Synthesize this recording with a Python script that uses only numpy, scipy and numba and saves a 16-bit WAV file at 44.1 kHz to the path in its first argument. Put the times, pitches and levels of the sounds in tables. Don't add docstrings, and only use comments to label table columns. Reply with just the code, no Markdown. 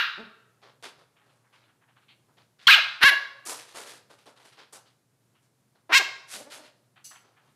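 import sys
import numpy as np
from scipy import signal
from scipy.fft import rfft, irfft
from scipy.io import wavfile
from scipy.ndimage import uniform_filter1d, minimum_filter1d
from numba import njit

SR = 44100
rng = np.random.default_rng(int(sys.argv[2]) if len(sys.argv) > 2 else 0)


def output_pcm(signal):
    pcm = np.clip(np.atleast_2d(signal).T, -1, 1) * 32767
    wavfile.write(sys.argv[1], SR, np.round(pcm).astype(np.int16))


def amplitude_ratio(level_db):
    exponent = np.asarray(level_db, float) / 20
    return 10 ** exponent


N = 333207
LEAD = int(.2 * SR)
T = (np.arange(N + LEAD) - LEAD) / SR

# frequency in Hz, level in dB per Hz.
HISS_COLOUR = [(20, -56.5), (88, -21.5), (123, -4.5), (167, -13), (480, -21), (2800, -33.5), (11000, -34),
               (15500, -44)]
# time in seconds, pitch in Hz, level in dB, mouth resonance in Hz.
EARLIER_YAP = [
    (-.13, 458.7, -41.5, 1400),
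    (-.1, 520, -5.5, 1426),
    (-.03, 500, -12.5, 1580),
    (-.01, 439.7, -23.5, 1450),
]
SECOND_YAP = [
    (3.003, 347.9, -48, 1400),
    (3.018, 349.8, -25, 1573),
    (3.034, 429.3, -8.5, 1772),
    (3.045, 521.5, -14.5, 1717),
    (3.066, 567.8, -5.5, 1703),
    (3.082, 545.6, -13.5, 1750),
    (3.098, 485.7, -17, 1940),
    (3.11, 410.5, -39, 1580),
]
THIRD_YAP = [
    (5.891, 323.5, -49, 620),
    (5.9, 335, -34.5, 650),
    (5.917, 383.4, -30, 1100),
    (5.93, 440.5, -16, 1800),
    (5.945, 500, -13.5, 2090),
    (5.967, 549, -11.5, 2000),
    (5.982, 520, -16.5, 2600),
    (5.995, 428, -28.5, 2300),
]
# time in seconds, pitch in Hz, level in dB,
# roughness from 0 to 1, mouth resonance in Hz.
SQUEAL = [(2.672, 1052, -3, .05, 3150), (2.679, 1171, -9, .25, 3300), (2.682, 1377, -3.5, 0.31, 1450),
          (2.702, 1682, -7.5, 0.4, 1650), (2.708, 1279, 0, .45, 2279), (2.733, 1207, -8.5, .3, 2514),
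          (2.737, 1810, -14, .1, 3533), (2.744, 1538, -10.5, 0.1, 3150), (2.753, 1270, -11, .15, 2560)]
# start and length in seconds, first and last pitch in Hz,
# level in dB.
SAGS = [
    (2.752, .045, 1000, 560, -33.5),
    (3.11, .035, 406, 294.4, -36),
    (5.995, .032, 426.3, 296.5, -30.5),
]
# frequency in Hz, width in Hz.
THROAT = [(450, 770), (1100, 1000), (2800, 500), (3950, 660), (5400, 1500), (7300, 1500), (11000, 1000),
          (14000, 5600)]
# mouth width in Hz, throat shortness (scales the resonances),
# then the level of each throat resonance in dB.
YAP_SHAPES = [
    (560, 0.96, -45, -38.5, 2, 1, -21, -25, -54, -15.5),
    (844.5, 1.02, -33.5, -12.5, -10, -8, -26, -32.5, -36.5, -34),
    (595, 1.01, -17, -18.5, -7.5, -8, -21, -34.5, -18, -32),
    (1100, .99, -19, -7.5, -11, -12, -13, -20, -46.5, -36.5),
]
GRUMBLE_SHAPE = (227, .55, -5, -46, -39, -47, -43, -55, -51.5, -63)
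# start and length in seconds, pitch in Hz, level in dB, roughness from 0 to 1.
GRUMBLES = [
    (0.174, 0.062, 224.5, -41, 0.13),
    (0.236, 0.0834, 215, -54, 0.01),
    (6.335, 0.085, 210.2, -48, 0.42),
    (6.395, 0.038, 298.6, -44, 0.28),
    (6.446, 0.061, 297, -48.5, 0.21),
    (6.552, .105, 301.6, -51.5, 0.35),
]
# frequency in Hz, t60 in seconds, level in dB re direct sound.
ROOM = [(200, 0.5, -12.5), (500, 0.96, -12.5), (1330, 0.54, -11.5), (2310, 0.32, -13), (4518, 0.57, -14.5),
        (7500, 0.19, -14.5), (12000, .3, -15.5)]
# start in seconds, peak in dB, dull part in dB, bright part in dB,
# length in seconds.
SLIDES = [(.618, -47.5, 1.5, -31, 0.093), (.826, -32, -2, -8, 0.061), (3.453, -30, -1, 2.5, 0.076),
          (3.484, -34, -1.5, 1, 0.086), (3.581, -36.5, -11, -7, .075), (3.673, -46.5, -4, -5.5, 0.19),
          (3.746, -32.5, -1, -3, 0.091), (3.863, -40.5, -7, -0.5, 0.049), (3.892, -39.5, -5, -1.5, 0.082),
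          (4.573, -40, -3, -20, 0.067), (6.33, -41, 3, -5, 0.033), (6.501, -33.5, -8, -3.5, 0.053),
          (6.532, -44.5, -8, 1.5, 0.081), (6.63, -45, -5, -11.5, 0.063)]
DRAGS = [
    (1.201, -63, 7, -3, 0.25),
    (1.49, -59, 5.5, -18, 0.18),
    (6.265, -30, -15, 4.5, 0.11),
    (7.17, -57.5, 4, -25, 0.17),
    (7.385, -59, 5.5, -26.5, 0.11),
]
# start in seconds, peak in dB, dull part in dB, bright part in dB.
FIDGETS = [(0.981, -53.5, 4.5, -10), (1.527, -57.5, -16, -10), (2.281, -75, 18.5, -11),
           (2.368, -50.5, -0.5, -28), (2.587, -48.5, -8, -20), (2.614, -45, -15, -15),
           (4.096, -49.5, 4, -2.5), (4.181, -49.5, -10, -9), (4.258, -45.5, 3.5, -8.5),
           (4.359, -51, -0.2, -8), (4.398, -53, -4, -7), (4.446, -50, -0.5, -1.5), (4.521, -50.5, -6, -10),
           (4.725, -44, 1.5, 7), (4.744, -56.5, 4, -14), (4.854, -53, -6, -10), (5.42, -63, -2.5, -0.5),
           (5.748, -65, 7, -24.5)]
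SHUFFLES = [(1.159, -56.5, 3.5, -9), (1.209, -67, 11.5, -1.2), (1.289, -61, -2, -3),
            (1.439, -72.5, 17.5, -11), (1.527, -52, 0, -28), (1.62, -60.5, 5, 0), (1.678, -65, 8.5, -6),
            (1.809, -64.5, 10, -8), (1.879, -59.5, 4.5, -14), (1.96, -54.5, 3, -12), (2.019, -62.5, 1, -3),
            (2.083, -47.5, -4.5, -0.1), (5.345, -61, 1.5, -13), (6.959, -51, 3, -9),
            (7.107, -47.5, 5.5, -6.5), (7.149, -51.5, 2.5, -16), (7.364, -60.5, 8, -12),
            (7.469, -63, 6, -6)]
# from Hz, to Hz.
CLOTH = [(300, 1400), (1200, 4700), (4600, 11000)]
HOLLOW = [(720, 2000), (2150, 3300), (3300, 4400)]
# start in seconds, level in dB, length in seconds.
THUMPS = [
    (2.674, -27.5, 0.0017),
    (2.679, -29, 0.0022),
    (3.0417, -12.5, 0.00058),
    (5.95, -38, 0.002),
]
# frequency in Hz, width in Hz, level in dB.
TAG_MODES = [(2920, 6.4, -13), (4580, 24, -9.5), (5060, 20, -12), (6140, 71.4, 1), (7210, 20, -6),
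             (7740, 36, -2), (9100, 41, -10), (10460, 37, -4.5), (10730, 15, -15), (12230, 50, -31.5),
             (12780, 23, -16.5), (13900, 52, -24.5)]
# start in seconds, level in dB, length of the rattle in seconds.
CLINKS = [
    (7.041, -48.5, 0.053),
]


def level(x, db):
    return x * amplitude_ratio(db) / np.sqrt(np.mean(x ** 2))


@njit
def svf(x, hz, width):
    y, b, l = np.empty(len(x)), 0., 0.
    for i in range(len(x)):
        g, k = np.tan(np.pi * hz[i] / SR), width / hz[i]
        v = (b + g * (x[i] - l)) / (1 + g * (g + k))
        b, l, y[i] = 2 * v - b, l + 2 * g * v, k * v
    return y


def band(x, hz, width):
    hz = hz + np.zeros(len(x))
    forth = svf(x, hz, 1. * width)
    return svf(forth[::-1].copy(), hz[::-1].copy(), 1. * width)[::-1]


def wobble(count, hz):
    size = max(int(SR / hz), 1)
    smooth = uniform_filter1d(rng.standard_normal(count), size)
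    return level(uniform_filter1d(smooth, size), 0)


def add(out, x, s):
    start = LEAD + int(s * SR)
    out[start:start + len(x)] += x[:len(out) - start]


def hum_and_hiss():
    hz, db = np.transpose(HISS_COLOUR)
    f = np.fft.rfftfreq(N, 1 / SR) + 1
    colour = amplitude_ratio(np.interp(np.log(f), np.log(hz), db))
    hiss = irfft(rfft(rng.standard_normal(N)) * colour, N)
    hum_hz = 118.3 * (1 + 0.01 * wobble(N, 21))
    hum = np.sin(2 * np.pi * np.cumsum(hum_hz) / SR) * amplitude_ratio(2.3 * wobble(N, 9))
    return level(hiss, -70) * amplitude_ratio(.8 * wobble(N, 5)) + level(hum, -78.5)


def yap(rows, clearest=.09):
    open_hz, rough_per_octave, roughest = 2030, 1.7, .48
    s, hz, db, mouth = np.transpose(rows)
    rough = rough_per_octave * np.log2(hz.max() / hz) * np.minimum(mouth / open_hz, 1)
    rough = np.clip(rough, clearest, max(roughest, clearest))
    dull_db = np.minimum(15.5 * np.log2(open_hz / mouth), 16)
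    return np.transpose([s, hz, db, rough, mouth, dull_db])


def fold_source(hz, rough):
    count, overtones_to_hz = len(hz), 7000
    phase = 2 * np.pi * np.cumsum(hz * (1 + .12 * rough * wobble(count, 350))) / SR
    order = np.arange(1, 60)[:, None]
    skew = .11 * order ** 2
    strength = (order * hz < 16000) / (1 + (order * hz / overtones_to_hz) ** 4)
    pulses = np.sum(np.cos(order * phase - skew) * strength, axis=0) * np.sqrt(hz / 11000)
    pulses = pulses * amplitude_ratio(6.3 * rough * wobble(count, 500))
    flutter = np.cos(2 * np.pi * np.cumsum(520 * (1 + 0.1 * wobble(count, 150))) / SR)
    pulses = pulses * (1 + 2.5 * rough * (hz > 800) * flutter)
    breath = rng.standard_normal(count) * (1 + 0.81 * np.cos(phase))
    source = np.sqrt(1 - rough) * pulses + 1.2 * rough * breath
    airy = signal.butter(4, overtones_to_hz, "high", fs=SR, output="sos")
    return source + .8 * signal.sosfilt(airy, breath)


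def voice(rows, shape):
    s, *columns = np.transpose(rows)
    t = np.arange(s[0], s[-1], 1 / SR)
    hz, db, rough, mouth, dull_db = (np.interp(t, s, c) for c in columns)
    source = fold_source(hz, np.clip(rough, 0, 1))
    mouth_width, shortness, *gains_db = shape
    out = band(source, mouth, mouth_width)
    for (f, width), gain_db in zip(THROAT, gains_db):
        gain = amplitude_ratio(gain_db - dull_db * np.log2(f / 1300))
        out = out + gain * band(source, f * shortness, 1.2 * width)
    out = out - np.clip(1.5 * np.log2(mouth / 1000), 0, .9) * band(out, 520, 670)
    out = signal.sosfilt(signal.butter(6, .88 * hz.min(), "high", fs=SR, output="sos"), out)
    loudness = np.sqrt(uniform_filter1d(out ** 2, int(.01 * SR)) + 1e-9)
    fade = signal.windows.tukey(len(t), .006 * SR / len(t))
    return -out / loudness * amplitude_ratio(db) * fade


def room(x):
    t = np.arange(int(.8 * SR)) / SR
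    tail = 0
    for hz, t60, db in ROOM:
        dying = band(rng.standard_normal(len(t)), hz, 1.26 * hz) * np.exp(-np.log(1000) * t / t60)
        tail = tail + amplitude_ratio(db) * dying / np.sqrt(t60 * SR / 14)
    tail = 1.6 * tail * np.clip((t - .004) / .02, 0, 1)
    return x + signal.fftconvolve(x, tail)[:len(x)]


def grumble(s, length, hz, db, rough):
    mouth = (0.8 + 4.3 * rough) * hz
    edge_db = db - 10
    return [(s, 0.76 * hz, edge_db, rough, mouth, 0),
            (s + 0.455 * length, 1.0 * hz, db, rough, mouth, 0),
            (s + length, hz, edge_db, rough, mouth, 0)]


def scuffs(strokes, bands):
    grains = rng.standard_normal((3, len(T))) * amplitude_ratio(2.2 * wobble(len(T), 900))
    parts = []
    for grain, edges_hz in zip(grains, bands):
        part = signal.sosfilt(signal.butter(3, edges_hz, "band", fs=SR, output="sos"), grain)
        parts.append(level(part, 0) * amplitude_ratio(1.3 * wobble(len(T), 18)))
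    gains = np.zeros((3, len(T)))
    t = np.arange(int(.7 * SR)) / SR
    for s, db, dull_db, bright_db, rise, length in strokes:
        snag = (rise < .025) * np.exp(-t / .0025)
        swell = 1 - np.exp(-(t / max(rise, .001)) ** 2)
        stroke = swell * np.exp(-(t / max(length, .005)) ** 2)
        for gain, part_db in zip(gains, (dull_db, 0, bright_db)):
            add(gain, (stroke + 0.56 * snag) * amplitude_ratio(db + part_db - 11.5), s)
    return np.sum(gains * parts, axis=0)


def rustle():
    near = [(*r[:4], 0.0094, r[4]) for r in SLIDES]
    near += [(*r[:4], .06, r[4]) for r in DRAGS]
    near += [(*r, .005, .06) for r in FIDGETS]
    far = [(*r, 0.0061, 0.051) for r in SHUFFLES]
    return scuffs(near, CLOTH) + scuffs(far, HOLLOW)


def squeal():
    s, hz, db, rough, mouth = SQUEAL[0]
    attack = (s - .004, .95 * hz, db - 27, rough, mouth)
    return [(*r, 0.2) for r in [attack, *SQUEAL]]


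def thumps():
    out = np.zeros(len(T))
    for s, db, length in THUMPS:
        add(out, -amplitude_ratio(db) * np.hanning(int(length * SR) + 3), s)
    return out


def sag(s, length, hz, end_hz, db):
    rest = .22, 740, 2
    return [(s, hz, db, *rest), (s + length, end_hz, db - 3.5, *rest)]


def puppy():
    out = np.zeros(len(T))
    yaps = yap(EARLIER_YAP, .8), squeal(), yap(SECOND_YAP), yap(THIRD_YAP)
    for rows, shape in zip(yaps, YAP_SHAPES):
        add(out, voice(rows, shape), rows[0][0])
    for row, shape in zip(SAGS, YAP_SHAPES[1:]):
        add(out, voice(sag(*row), shape), row[0])
    for row in GRUMBLES:
        add(out, voice(grumble(*row), GRUMBLE_SHAPE), row[0])
    return out


def tag():
    out, t = np.zeros(len(T)), np.arange(int(.2 * SR)) / SR
    for s, db, length in CLINKS:
        taps = rng.standard_normal(len(t)) * (1 - np.exp(-t / 0.00506)) * np.exp(-t / length)
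        for f, width, mode_db in TAG_MODES:
            ring = svf(taps, np.full(len(t), 1. * f), 7 * width)
            add(out, amplitude_ratio(db + mode_db) * ring * np.sqrt(SR / (12 * width)), s)
    return out


def scene():
    in_room = room(puppy() + rustle() + tag())
    return (in_room[LEAD:] + thumps()[LEAD:] + hum_and_hiss())[None]


def top_cut(x):
    return signal.sosfilt(signal.butter(12, 15960, fs=SR, output="sos"), x)


def record(dry):
    size = int(.0015 * SR)
    allowed = np.minimum(1, .76 / (np.abs(dry) + 1e-9))
    gain = uniform_filter1d(minimum_filter1d(allowed, size), size)
    treble_end = signal.ellip(8, .2, 60, 15450, fs=SR, output="sos")
    return top_cut(signal.sosfilt(treble_end, dry * gain))


dry = scene()
out = record(dry)
output_pcm(out)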